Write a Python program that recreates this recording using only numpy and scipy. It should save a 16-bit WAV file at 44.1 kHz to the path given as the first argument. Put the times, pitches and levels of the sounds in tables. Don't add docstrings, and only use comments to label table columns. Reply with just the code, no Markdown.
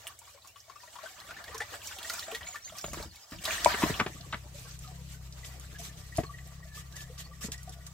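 import sys
import numpy as np
from scipy import signal
from scipy.fft import rfft, irfft, next_fast_len
from scipy.io import wavfile
from scipy.ndimage import uniform_filter1d, map_coordinates

SR = 44100
rng = np.random.default_rng(int(sys.argv[2]) if len(sys.argv) > 2 else 0)


def transcribe(signal):
    frames = np.atleast_2d(signal).T
    limited = np.clip(frames, -1, 1)
    pcm = np.round(limited * 32767).astype(np.int16)
    wavfile.write(sys.argv[1], SR, pcm)


def boost(x):
    u = np.asarray(x, float) / 20
    return 10 ** u


N = 349713
T = np.arange(N) / SR


def unit(x):
    return x / np.sqrt(np.mean(x ** 2) + 1e-20)


def along(points, hz):
    f, v = np.transpose(points)
    return np.interp(np.log(hz + 1), np.log(f + 1), v)


def curves(rows):
    s, *cols = np.transpose(rows)
    gate = np.interp(T, [s[0] - .006, s[0], s[-1], s[-1] + .006], [0, 1, 1, 0])
    return [np.interp(T, s, c) for c in cols] + [gate]


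def wobble(rate_hz):
    return map_coordinates(rng.standard_normal(int(N * rate_hz / SR) + 4), [T * rate_hz])


def swells(rows, skew=0.79, power=2.2):
    total = 0
    for s, length_s, db in rows:
        phase = np.clip((T - s) / length_s, 0, 1) ** skew
        total = total + boost(db) * np.abs(np.sin(np.pi * phase)) ** power
    return total


def colour(x, spectrum):
    m = next_fast_len(N + 8192)
    gain = boost(along(spectrum, np.fft.rfftfreq(m, 1 / SR)))
    return unit(irfft(rfft(x, m) * gain, m)[..., :N])


def rush(spectrum, patchy_db):
    # (f/Hz, correlation)
    alike = [(60, 0.89), (240, 0.96), (950, 0.28), (3770, 0.04), (15000, 0.0079)]
    hz, _, z = signal.stft(rng.standard_normal((2, N)), SR, nperseg=256)
    field = uniform_filter1d(rng.standard_normal(z.shape[1:]), size=4, axis=0)
    field = uniform_filter1d(field, size=7, axis=1)
    turn = np.arccos(np.clip(along(alike, hz), -1, 1))[:, None] / 2
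    mid, side = z[0] * np.cos(turn), z[1] * np.sin(turn)
    pair = np.array([mid + side, mid - side]) * boost(patchy_db * unit(field))
    return colour(signal.istft(pair, SR, nperseg=256)[1][:, :N], spectrum)


def grains(count, hz, spread, cycles, scatter_db, rise):
    u, t = rng.random((count, 4)), np.arange(700) / SR
    f = np.clip(hz * np.exp(spread * (2 * u[:, 1:2] - 1)), 200, 14000)
    life = t * f / cycles
    tone = np.sin(2 * np.pi * f * t * (1 + rise * life)) * life * np.exp(-3 * life)
    tone *= boost(-scatter_db * np.log(u[:, 2:3] + .02))
    at = ((u[:, :1] * N).astype(int) + np.arange(len(t))).ravel()
    shares = u[:, 3:], 1 - u[:, 3:]
    return unit(np.array([np.bincount(at, (tone * np.sqrt(p)).ravel(), N + 800)[:N] for p in shares]))


def blip(hz, t60, swell, rise, noisy, width):
    t = np.arange(int(.25 * SR)) / SR
    edges = [hz / (1 + width), min(hz * (1 + width), 18000)]
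    band = signal.butter(2, edges, "bandpass", fs=SR, output="sos")
    hiss = unit(signal.sosfilt(band, rng.standard_normal(len(t))))
    tone = np.sin(2 * np.pi * hz * t * (1 + rise * t / t60))
    shape = boost(-60 * t / t60) * (1 - np.exp(-t / (swell * t60))) ** 2
    hiss = hiss * np.linalg.norm(shape) / np.linalg.norm(hiss * shape)
    return ((1 - noisy) * tone + noisy * hiss / 2) * shape / shape.max()


def add(out, s, sound, pan_db):
    at = round(s * SR)
    out[:, at:at + len(sound)] += (boost([[pan_db / 2], [-pan_db / 2]]) * sound)[:, :N - at]


def left_first(x):
    return np.array([x[0], np.roll(x[1], 2)])


def bands(x):
    # (f/Hz, width/Hz, level/dB)
    throat = [(687, 45, 1), (1170, 70, 2), (1744, 70, -6), (1920, 32, 1)]
    for hz, width, db in throat:
        band = signal.butter(1, [hz - width / 2, hz + width / 2], "bandpass", fs=SR, output="sos")
        yield db, signal.sosfilt(band, x)


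def yard():
    # (f/Hz, level/dB per Hz)
    spectrum = [(88, -4), (150, -4), (645, 29), (1500, -35), (7770, 2), (9080, -24), (14800, 14),
                (16000, 19)]
    return boost(-67.5) * rush(spectrum, patchy_db=-3.5)


def orders(rows, levels, unsteady_db, drift_rad=0.32):
    hz, db, gate = curves(rows)
    turn = 2 * np.pi * np.cumsum(hz) / SR
    hum = 0
    for k, level_db in levels:
        gain = boost(level_db + unsteady_db * wobble(2.994))
        hum = hum - gain * np.cos(k * turn + drift_rad * wobble(4.6))
    return gate * boost(db) * unit(hum) * boost([[1.2], [-1.2]])


def engine():
    # (t/s, firing/Hz, level/dB)
    working = [
        (4.02, 31.75, -49),
        (4.3, 32.69, -47),
        (4.8, 31.7, -47.5),
        (5.03, 33.75, -46),
        (5.2, 32.07, -48),
        (6.5, 32.98, -48),
        (7.93, 33, -49),
    ]
    # (multiple, level/dB)
    working_orders = [(1, -28), (2, 2), (3, -9), (4, -1.5), (5, -5.5), (6, -23), (7, -27), (8, -34)]
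    # (t/s, firing/Hz, level/dB)
    idling = [
        (0, 18.7, -65),
        (1.1, 18, -73),
        (1.6, 18.6, -58),
        (2.0, 17.2, -66.5),
        (2.5, 18, -63),
        (3.4, 18, -81),
    ]
    # (multiple, level/dB)
    idling_orders = [(4, 4), (5, 5), (6, 5), (7, -31)]
    # (f/Hz, level/dB per Hz)
    rumble_spectrum = [(13, -30), (22, 0), (59, 6), (140, 1), (160, 5.5), (220, -34), (290, -43),
                       (480, -120)]
    _, db, gate = curves(working)
    rumble = gate * boost(db - 7.5) * rush(rumble_spectrum, patchy_db=-2.0)
    hum = orders(working, working_orders, unsteady_db=1.55)
    return hum + orders(idling, idling_orders, unsteady_db=2.5, drift_rad=1.8) + rumble


def clucks():
    # (t/s, peak/dB, f/Hz)
    events = [(4.109, -36.5, 1890), (4.155, -40.5, 1155), (4.2, -43, 692), (4.245, -47, 1110),
              (4.434, -47, 590), (4.541, -42, 570), (4.644, -46, 510), (4.649, -48, 1110),
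              (4.65, -44.5, 1570), (4.838, -46, 1260), (4.838, -47, 680), (4.87, -44.5, 740),
              (4.871, -48, 1235), (5.139, -52, 1500), (5.429, -42.5, 1970), (5.5, -49, 1960),
              (5.538, -51, 740), (5.653, -51, 1950), (5.745, -38.5, 1653), (5.793, -40, 680),
              (5.89, -48, 1780), (6.12, -39, 1930), (6.194, -38.5, 1930), (6.237, -38.5, 1118),
              (6.289, -36, 1165), (6.335, -39.5, 1900), (6.381, -39.5, 1906), (6.46, -47, 684),
              (6.622, -44.5, 1904), (6.648, -46, 620), (6.77, -42, 1200), (6.93, -47, 1610),
              (6.955, -41.5, 1920), (7.07, -49, 1907), (7.095, -36.5, 495), (7.115, -51, 1170),
              (7.166, -47.5, 1140), (7.184, -41, 1896), (7.253, -49, 1110), (7.265, -52, 1930),
              (7.29, -48, 526), (7.31, -46, 1170), (7.33, -48, 1916), (7.4, -44, 1184), (7.42, -45, 1735),
              (7.43, -43, 1920), (7.517, -44, 1650), (7.536, -39.5, 1920), (7.579, -47, 1918),
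              (7.66, -48, 1165), (7.672, -38, 702), (7.805, -53, 1920), (7.865, -64, 1920)]
    out = np.zeros((2, N))
    for s, db, hz in events:
        add(out, s, boost(db - 2) * blip(hz, .068, swell=.08, rise=.005, noisy=.55, width=.04), .8)
    return out


def flock():
    out = np.zeros(N)
    for db, ring in bands(rng.standard_normal(N)):
        mutter = unit(ring) * boost(4 * wobble(20))
        out += boost(db - 78.5) * mutter * np.interp(T, [5.3, 6.3], [.45, 1.4])
    return out


def peeps():
    # (t/s, length/s, first f/Hz, last f/Hz, level/dB)
    events = [(2.25, .09, 6700, 7200, -43), (2.455, .105, 6600, 6650, -39), (2.615, .09, 5250, 6950, -44),
              (2.805, .075, 6850, 6600, -40), (3.05, .09, 5000, 4050, -52), (3.205, .06, 4850, 4700, -50),
              (6.67, .16, 1740, 1750, -51), (2.885, .05, 6500, 6000, -45), (3.31, .07, 5000, 4700, -55),
              (7.52, .41, 1470, 1460, -64), (7.72, .13, 680, 680, -65), (6.25, .04, 4300, 4000, -53),
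              (6.94, .12, 1700, 1760, -52), (7.24, .04, 4350, 4150, -52), (4.84, .07, 1240, 1210, -56),
              (4.91, .06, 700, 690, -59), (4.98, .05, 960, 950, -63), (4.985, .05, 500, 490, -59)]
    out = np.zeros(N)
    for s, length_s, first_hz, last_hz, db in events:
        hz = np.interp(T, [s, s + length_s], [first_hz, last_hz])
        arch = 0.042 * (first_hz > 3000)
        hz = hz * (1 + arch * swells([(s, length_s, 0)], skew=0.82, power=0.7))
        tremble = boost(3 * wobble(50) + 4 * wobble(220) - 3)
        tone = np.sin(2 * np.pi * np.cumsum(hz * (1 + .015 * wobble(250))) / SR)
        out += tremble * swells([(s, length_s, db)], skew=.7, power=.7) * tone
    return out


def hands():
    # (t/s, effort/dB)
    effort = [
        (3.98, -52.5),
        (4.39, -59),
        (4.9, -60),
        (5.33, -61),
        (5.43, -56),
        (5.9, -58.5),
        (6.03, -59),
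        (6.5, -61.5),
        (7.93, -61.5),
    ]
    # (t/s, length/s, level/dB)
    stroke_rows = [(4.542, 0.12, -60.5), (4.614, 0.12, -57), (5.088, 0.094, -61.5), (5.442, 0.061, -55),
                   (5.785, 0.12, -49.5), (5.97, 0.062, -59.5), (6.15, 0.097, -54.5), (6.745, 0.082, -52.5),
                   (6.955, 0.099, -53), (7.179, 0.052, -48), (7.408, 0.073, -46), (7.517, 0.033, -49),
                   (7.865, 0.015, -55.5), (4.81, 0.087, -62.5), (7.72, 0.034, -59)]
    # (t/s, peak/dB, f/Hz)
    ticks = [(4.2094, -34, 4260), (4.325, -25.5, 2980), (4.5599, -47, 7600), (4.5829, -43, 4000),
             (4.6186, -44, 7710), (4.7105, -36, 5600), (4.79, -34.5, 7200), (4.8223, -55, 7640),
             (4.8763, -39, 3820), (5.3246, -37.5, 4950), (5.446, -34.5, 3060), (5.4808, -54, 7990),
             (5.597, -34, 7860), (5.61, -44, 4470), (5.757, -41, 2960), (5.789, -42, 7900),
             (5.9767, -49, 7460), (6.1633, -31, 5400), (6.1712, -24.5, 7460), (6.2367, -38, 5070),
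             (6.384, -41.5, 2300), (6.473, -40, 9650), (6.754, -47, 5390), (6.9238, -40, 4520),
             (6.9655, -30, 6700), (7.0067, -37.5, 3280), (7.1779, -41, 4400), (7.1999, -40, 3500),
             (7.415, -48, 3020), (7.438, -33, 7760), (7.5184, -24, 6900), (7.5182, -30.5, 3430),
             (7.579, -37, 5940), (7.6306, -35, 8000), (7.6933, -33, 7000), (7.8664, -32, 7420)]
    # (f/Hz, level/dB per Hz)
    rasp_spectrum = [(880, -13), (1500, -9.5), (3000, -4), (5490, -3.5), (7920, -2), (9280, -11.5),
                     (14800, -9.5), (16000, -59)]
    rustle_spectrum = [(110, -13), (190, 1), (684, -3), (1220, -5.5), (1470, -7), (3000, -11), (3900, -40),
                       (6600, -120)]
    resting_db = -61
    effort_db, gate = curves(effort)
    rasp_db = resting_db + 0.71 * (effort_db - resting_db)
    rustle_db = resting_db + 1.36 * (effort_db - resting_db)
    strokes = swells(stroke_rows, skew=.6, power=.45)
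    grit = 1.2 * rush(rasp_spectrum, patchy_db=2.4)
    grit += .13 * grains(count=3000, hz=6000, spread=.7, cycles=1.5, scatter_db=5.5, rise=0)
    out = (strokes + gate * boost(rasp_db + 1.0)) * boost(1.7 * wobble(45)) * grit
    out += gate * boost(rustle_db - 3.0 + 0.33 * wobble(4.8)) * rush(rustle_spectrum, patchy_db=5.0)
    for s, db, hz in ticks:
        add(out, s, boost(db - 1.5) * blip(hz, .032, swell=.008, rise=0, noisy=.85, width=.35), -1.2)
    return out


def knocks():
    # (t/s, peak/dB, wall f/Hz, boom/dB, rattle/dB)
    blows = [(2.841, -22, 600, -5.5, 8.5), (2.88, -33.5, 595, -6, 1), (2.999, -34.5, 430, -11, -15),
             (2.932, -28, 570, -9, 4), (2.942, -27.5, 1110, -4, 11), (2.971, -31.5, 355, -8, -13),
             (3.052, -37, 197.3, 9, -20), (3.32, -28, 268, -19, 4), (3.666, -22.5, 960, 2, -7),
             (3.743, -20, 390, -19, 7), (3.821, -18, 985, -20, 2), (3.828, -15.5, 880, -18, 7),
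             (3.835, -9.5, 271, -4, -19), (3.836, -11.5, 1030, -3, 2), (3.86, -22, 633, -1, -20),
             (3.898, -17.5, 406, 0, -3), (3.994, -22, 1500, -1, 15), (3.998, -11, 398, -7, 15),
             (4.009, -17, 1145, -1.5, -20), (4.062, -19, 370, -7, 7.5), (4.328, -22, 1250, -17, 3),
             (4.334, -21, 1500, -19, 1), (4.342, -19.5, 1200, -4.5, 8.5), (6.183, -15, 418, 0, -10),
             (6.201, -24, 244, -21, -25), (6.233, -27, 385, -1, 2.5), (7.443, -28.5, 210, 2, -17),
             (7.485, -32, 254, 4, -18)]
    out = np.zeros((2, N))
    for s, db, hz, boom_db, rattle_db in blows:
        t60 = 0.028 * (500 / hz) ** 0.29
        wall = blip(hz, t60, swell=.045, rise=0, noisy=.4, width=.45)
        wall += .6 * blip(.72 * hz, .6 * t60, swell=.035, rise=0, noisy=.4, width=.4)
        boom = boost(boom_db - 2.5) * blip(215, 1.87 * t60, swell=0.009, rise=-0.063, noisy=0.92, width=1.0)
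        boom += boost(boom_db - 1.0) * blip(121.0, 1.66 * t60, swell=0.032, rise=0, noisy=1.0, width=0.44)
        rattle = boost(rattle_db - 6.0) * blip(1270, 1.55 * t60, swell=0.019, rise=0, noisy=0.84, width=0.99)
        blow = wall + boom + rattle
        add(out, s, boost(db - 3.5) * blow / np.abs(blow).max(), .3)
    return out


def rim():
    # (t/s, length/s, f/Hz, peak/dB)
    slams = [
        (3.6592, .0058, 640, -12),
        (3.6596, .0035, 2300, -22),
        (3.6598, .0064, 930, -10),
        (6.1832, .011, 660, -21),
    ]
    # (t/s, peak/dB, f/Hz, t60/s)
    snap = (3.6462, -10, 7600, .005)
    out = np.zeros((2, N))
    for s, length_s, hz, db in slams:
        arch = swells([(s, length_s, db)], skew=1, power=.6)
        out += boost([[1.5], [-1.5]]) * arch * np.sin(2 * np.pi * hz * (T - s))
    s, db, hz, t60 = snap
    crack = blip(hz, t60, swell=.2, rise=0, noisy=.6, width=.25)
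    crack += .7 * blip(hz / 2, t60, swell=.2, rise=0, noisy=1, width=.7)
    add(out, s, boost(db) * crack, -1.5)
    return out


def splats():
    # (t/s, peak/dB, f/Hz)
    events = [(0.0686, -28.5, 2810), (0.074, -30.5, 9150), (0.189, -37, 7760), (0.473, -39, 6300),
              (1.201, -37.5, 4140), (1.44, -37, 4460), (1.545, -34.5, 5370), (1.579, -30, 6100),
              (1.753, -36.5, 3400), (1.872, -29, 5700), (1.985, -30.5, 3360), (2.0283, -31, 3180),
              (2.079, -38, 3540), (2.0965, -23, 4900), (2.135, -27.5, 7450), (2.1926, -27.5, 4550),
              (2.3142, -32, 2930), (2.348, -28.5, 3440), (2.356, -32.5, 3560), (2.7835, -29.5, 5200),
              (2.842, -34, 3340), (2.932, -30.5, 6750), (3.026, -33, 4490), (3.157, -38, 4590),
              (3.309, -39.5, 4700), (3.441, -29.5, 7600), (3.4525, -20.5, 3880)]
    t60 = .042
    out = np.zeros((2, N))
    for s, db, hz in events:
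        mist = .42 * blip(11000, t60, swell=.008, rise=0, noisy=1, width=.5)
        burst = blip(hz, t60, swell=.008, rise=0, noisy=.75, width=.24)
        add(out, s, boost(db - 1) * (burst + mist), -1.2)
    return out


def beads():
    # (t/s, peak/dB, f/Hz)
    events = [(.054, -52, 2900), (0.419, -42, 3930), (0.559, -36.5, 3100), (0.6014, -35, 5560),
              (.696, -44, 4440), (.963, -38, 3350), (1.275, -38, 3500), (1.3084, -34, 2590),
              (1.48, -37, 3400), (1.617, -32, 3620), (1.8167, -30, 3000), (1.921, -28, 3030),
              (2.2283, -27, 3610), (2.4289, -30, 3260), (2.466, -33, 3950), (2.645, -35, 4330),
              (2.695, -32, 3230), (2.7675, -36, 7940), (2.8105, -28, 5400), (3.3598, -34, 5020),
              (3.384, -29.5, 2940), (3.4987, -19, 1550), (3.506, -16, 2470), (3.58, -23, 1840),
              (3.6, -24.5, 3200), (3.716, -15.5, 1910), (3.7401, -20, 2100), (3.774, -26, 1770),
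              (3.94, -19, 2910)]
    out = np.zeros((2, N))
    for s, db, hz in events:
        ring = blip(hz, 0.033, swell=0.021, rise=0.03, noisy=0.76, width=0.103)
        add(out, s, boost(db - 6.5) * ring, -.8)
    return out


def plops():
    # (t/s, peak/dB, f/Hz)
    drips = [(0.048, -47.5, 641), (.215, -45.5, 895), (0.273, -46.5, 1070), (.678, -50, 650),
             (.8, -48, 1800), (.875, -51, 605), (0.344, -47, 538), (0.374, -47.5, 1040), (0.445, -43, 1054),
             (0.557, -44.5, 1094), (0.695, -37.5, 1057), (0.756, -42.5, 1150), (0.831, -43.5, 953),
             (0.872, -45.5, 1836), (0.953, -36, 948), (0.984, -36.5, 1060), (1.032, -36, 627),
             (1.056, -34.5, 1480), (1.19, -47, 1130)]
    # (t/s, peak/dB, f/Hz)
    stirred = [(1.289, -41, 1400), (1.365, -36.5, 1730), (1.477, -37, 1834), (1.544, -35.5, 428),
               (1.601, -24, 1724), (1.617, -27.5, 1910), (1.738, -32.5, 1605), (1.909, -36.5, 1470),
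               (1.963, -43, 760), (2.097, -29, 1392), (2.137, -31.5, 1435), (2.222, -36, 1820),
               (2.279, -34.5, 632), (2.319, -32, 426), (2.407, -34.5, 1830), (2.468, -32, 2210),
               (2.543, -35.5, 1145), (2.555, -29, 1740), (2.675, -39.5, 2020), (2.72, -38.5, 616),
               (1.167, -54, 1680), (1.306, -32, 1436), (1.415, -45, 670), (1.439, -39, 1606),
               (1.49, -41, 480), (1.545, -33, 1022), (1.601, -36, 467), (1.61, -30, 801), (1.72, -42, 493),
               (1.742, -40, 550), (1.802, -44, 1590), (1.98, -45, 750), (2.044, -33, 1820),
               (2.05, -43, 620), (2.097, -32, 1940), (2.125, -43, 654), (2.18, -38.5, 1380),
               (2.346, -27.5, 1840), (2.393, -53, 1170), (2.485, -41.5, 704), (2.528, -41.5, 2100),
               (2.696, -43, 1270), (2.748, -44, 1117), (3.452, -30, 1130), (3.475, -28.5, 617)]
    out = np.zeros((2, N))
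    for rows, pan_db in (drips, 5.5), (stirred, 0):
        for s, db, hz in rows:
            bubble = blip(hz, 0.058 * (1000 / hz) ** 0.4, swell=0.06, rise=.08, noisy=.42, width=.26)
            slap = 0.47 * blip(1407, 0.077, swell=0.022, rise=0, noisy=0.8, width=4.0)
            low_left_db = -0.5 * np.log2(hz / 1500)
            add(out, s, boost(db - 3.0) * (bubble + slap), pan_db + low_left_db)
    return out


def flow():
    # (t/s, flow/dB)
    runoff = [(0, -50.5), (.2, -56.5), (.55, -52.5), (.75, -55.5), (1.2, -48.5), (1.45, -51.5), (1.9, -46),
              (2.2, -43.5), (2.38, -47.5), (2.6, -50), (2.85, -46.5), (3.02, -48), (3.2, -55), (3.3, -53.5),
              (3.43, -42.5)]
    # (t/s, flow/dB)
    pour_rows = [
        (3.44, -39.5),
        (3.52, -35.5),
        (3.57, -39),
        (3.7, -32),
        (3.8, -35),
        (3.96, -40),
        (3.99, -47.5),
        (4.1, -63),
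    ]
    # (t/s, length/s, level/dB)
    swishes = [(0, 0.17, -53.5), (.66, 0.12, -64), (.92, 0.29, -54.5), (1.15, 0.13, -46.5),
               (1.26, 0.22, -45), (1.44, 0.29, -47.5), (1.67, 0.18, -50.5), (1.96, 0.11, -47.5),
               (2.25, 0.13, -41), (2.4, 0.072, -44.5), (2.66, 0.18, -69), (2.93, 0.2, -52),
               (3.32, 0.063, -48), (3.47, 0.042, -36), (3.67, 0.11, -32)]
    # (t/s, length/s, level/dB)
    surges = [
        (1.15, 0.47, -63),
        (1.44, 0.24, -62),
        (2.3, 0.26, -57.5),
        (2.64, 0.25, -64),
        (2.82, 0.4, -45.5),
        (3.31, 0.14, -46),
        (3.82, 0.28, -49),
    ]
    # (f/Hz, level/dB per Hz)
    gurgle_spectrum = [(88, -22), (330, -4.5), (600, -10), (1880, 1), (2190, -10), (4000, -7.5),
                       (5200, -14), (8800, -120)]
    spray_spectrum = [(1470, -12), (2500, -15), (2920, 0), (5150, 2), (7650, 3.5), (9660, -6.5),
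                      (13900, -3.5), (16000, -6.5)]
    slosh_spectrum = [(22, -42), (48, -2.5), (97, -2), (119, -11.5), (167, -8), (260, -19.5), (340, -16),
                      (570, -120)]
    flow_db, running = curves(runoff)
    pour_db, pouring = curves(pour_rows)
    pour = pouring * boost(pour_db)
    stirred = running * boost(-31 - 6 + 1.1 * (flow_db + 31)) + swells(swishes)
    shifting = running * boost(flow_db - 24) + boost(-16.5) * pour + swells(surges, skew=0.67)
    surge = wobble(22.29)
    churn = rush(gurgle_spectrum, patchy_db=4.5)
    bubbles = grains(count=3000, hz=1250, spread=.85, cycles=20, scatter_db=2.6, rise=.08)
    droplets = grains(count=3000, hz=4200, spread=.7, cycles=22, scatter_db=3.3, rise=.01)
    spray = .85 * rush(spray_spectrum, patchy_db=3) + .38 * droplets
    out = stirred * boost(3.2 * surge - 3.8) * (.62 * churn + .7 * bubbles)
    out += (running * boost(flow_db) + pour) * boost(2.8 * surge - 3) * spray
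    out += boost(-4 + 1.6 * surge) * pour * (churn + 0.38 * bubbles)
    return out + shifting * rush(slosh_spectrum, patchy_db=0.5)


def porch(x):
    # (f/Hz, t60/s)
    decay = [(200, 0.037), (1500, 0.13), (9000, 0.057)]
    hz, t, z = signal.stft(rng.standard_normal((2, SR // 3)), SR, nperseg=256)
    tail = signal.istft(z * boost(-60 * t / along(decay, hz)[:, None]), SR, nperseg=256)[1]
    delayed = np.pad(x, ((0, 0), (200, 0)))
    return signal.fftconvolve(delayed, tail / np.linalg.norm(tail[0]), axes=1)[:, :N]


def pot(x):
    return boost(-6.5) * sum(boost(db) * ring for db, ring in bands(np.tanh(x / .03) * .03))


def scene():
    water = flow() + plops() + beads() + splats()
    handling = water + left_first(knocks() + rim() + hands())
    poultry = clucks() + flock() + peeps()
    near = handling + pot(handling) + left_first(poultry)
    return near + boost(-10.0) * porch(near) + left_first(engine()) + yard()


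def roll_off(x):
    return signal.sosfilt(signal.butter(12, 16630, fs=SR, output="sos"), x)


def record(dry):
    lead_s, top_hz = 1.5e-5, 15800
    hz = np.fft.rfftfreq(N, 1 / SR)
    tilt = boost(along([(3000, 0.5), (9000, -1.32)], hz))
    skew = tilt * np.exp(1j * np.pi * hz * lead_s)
    ports = irfft(rfft(dry) * [skew, 1 / skew] * (hz < top_hz), N)
    return roll_off(ports)


dry = scene()
out = record(dry)
transcribe(out)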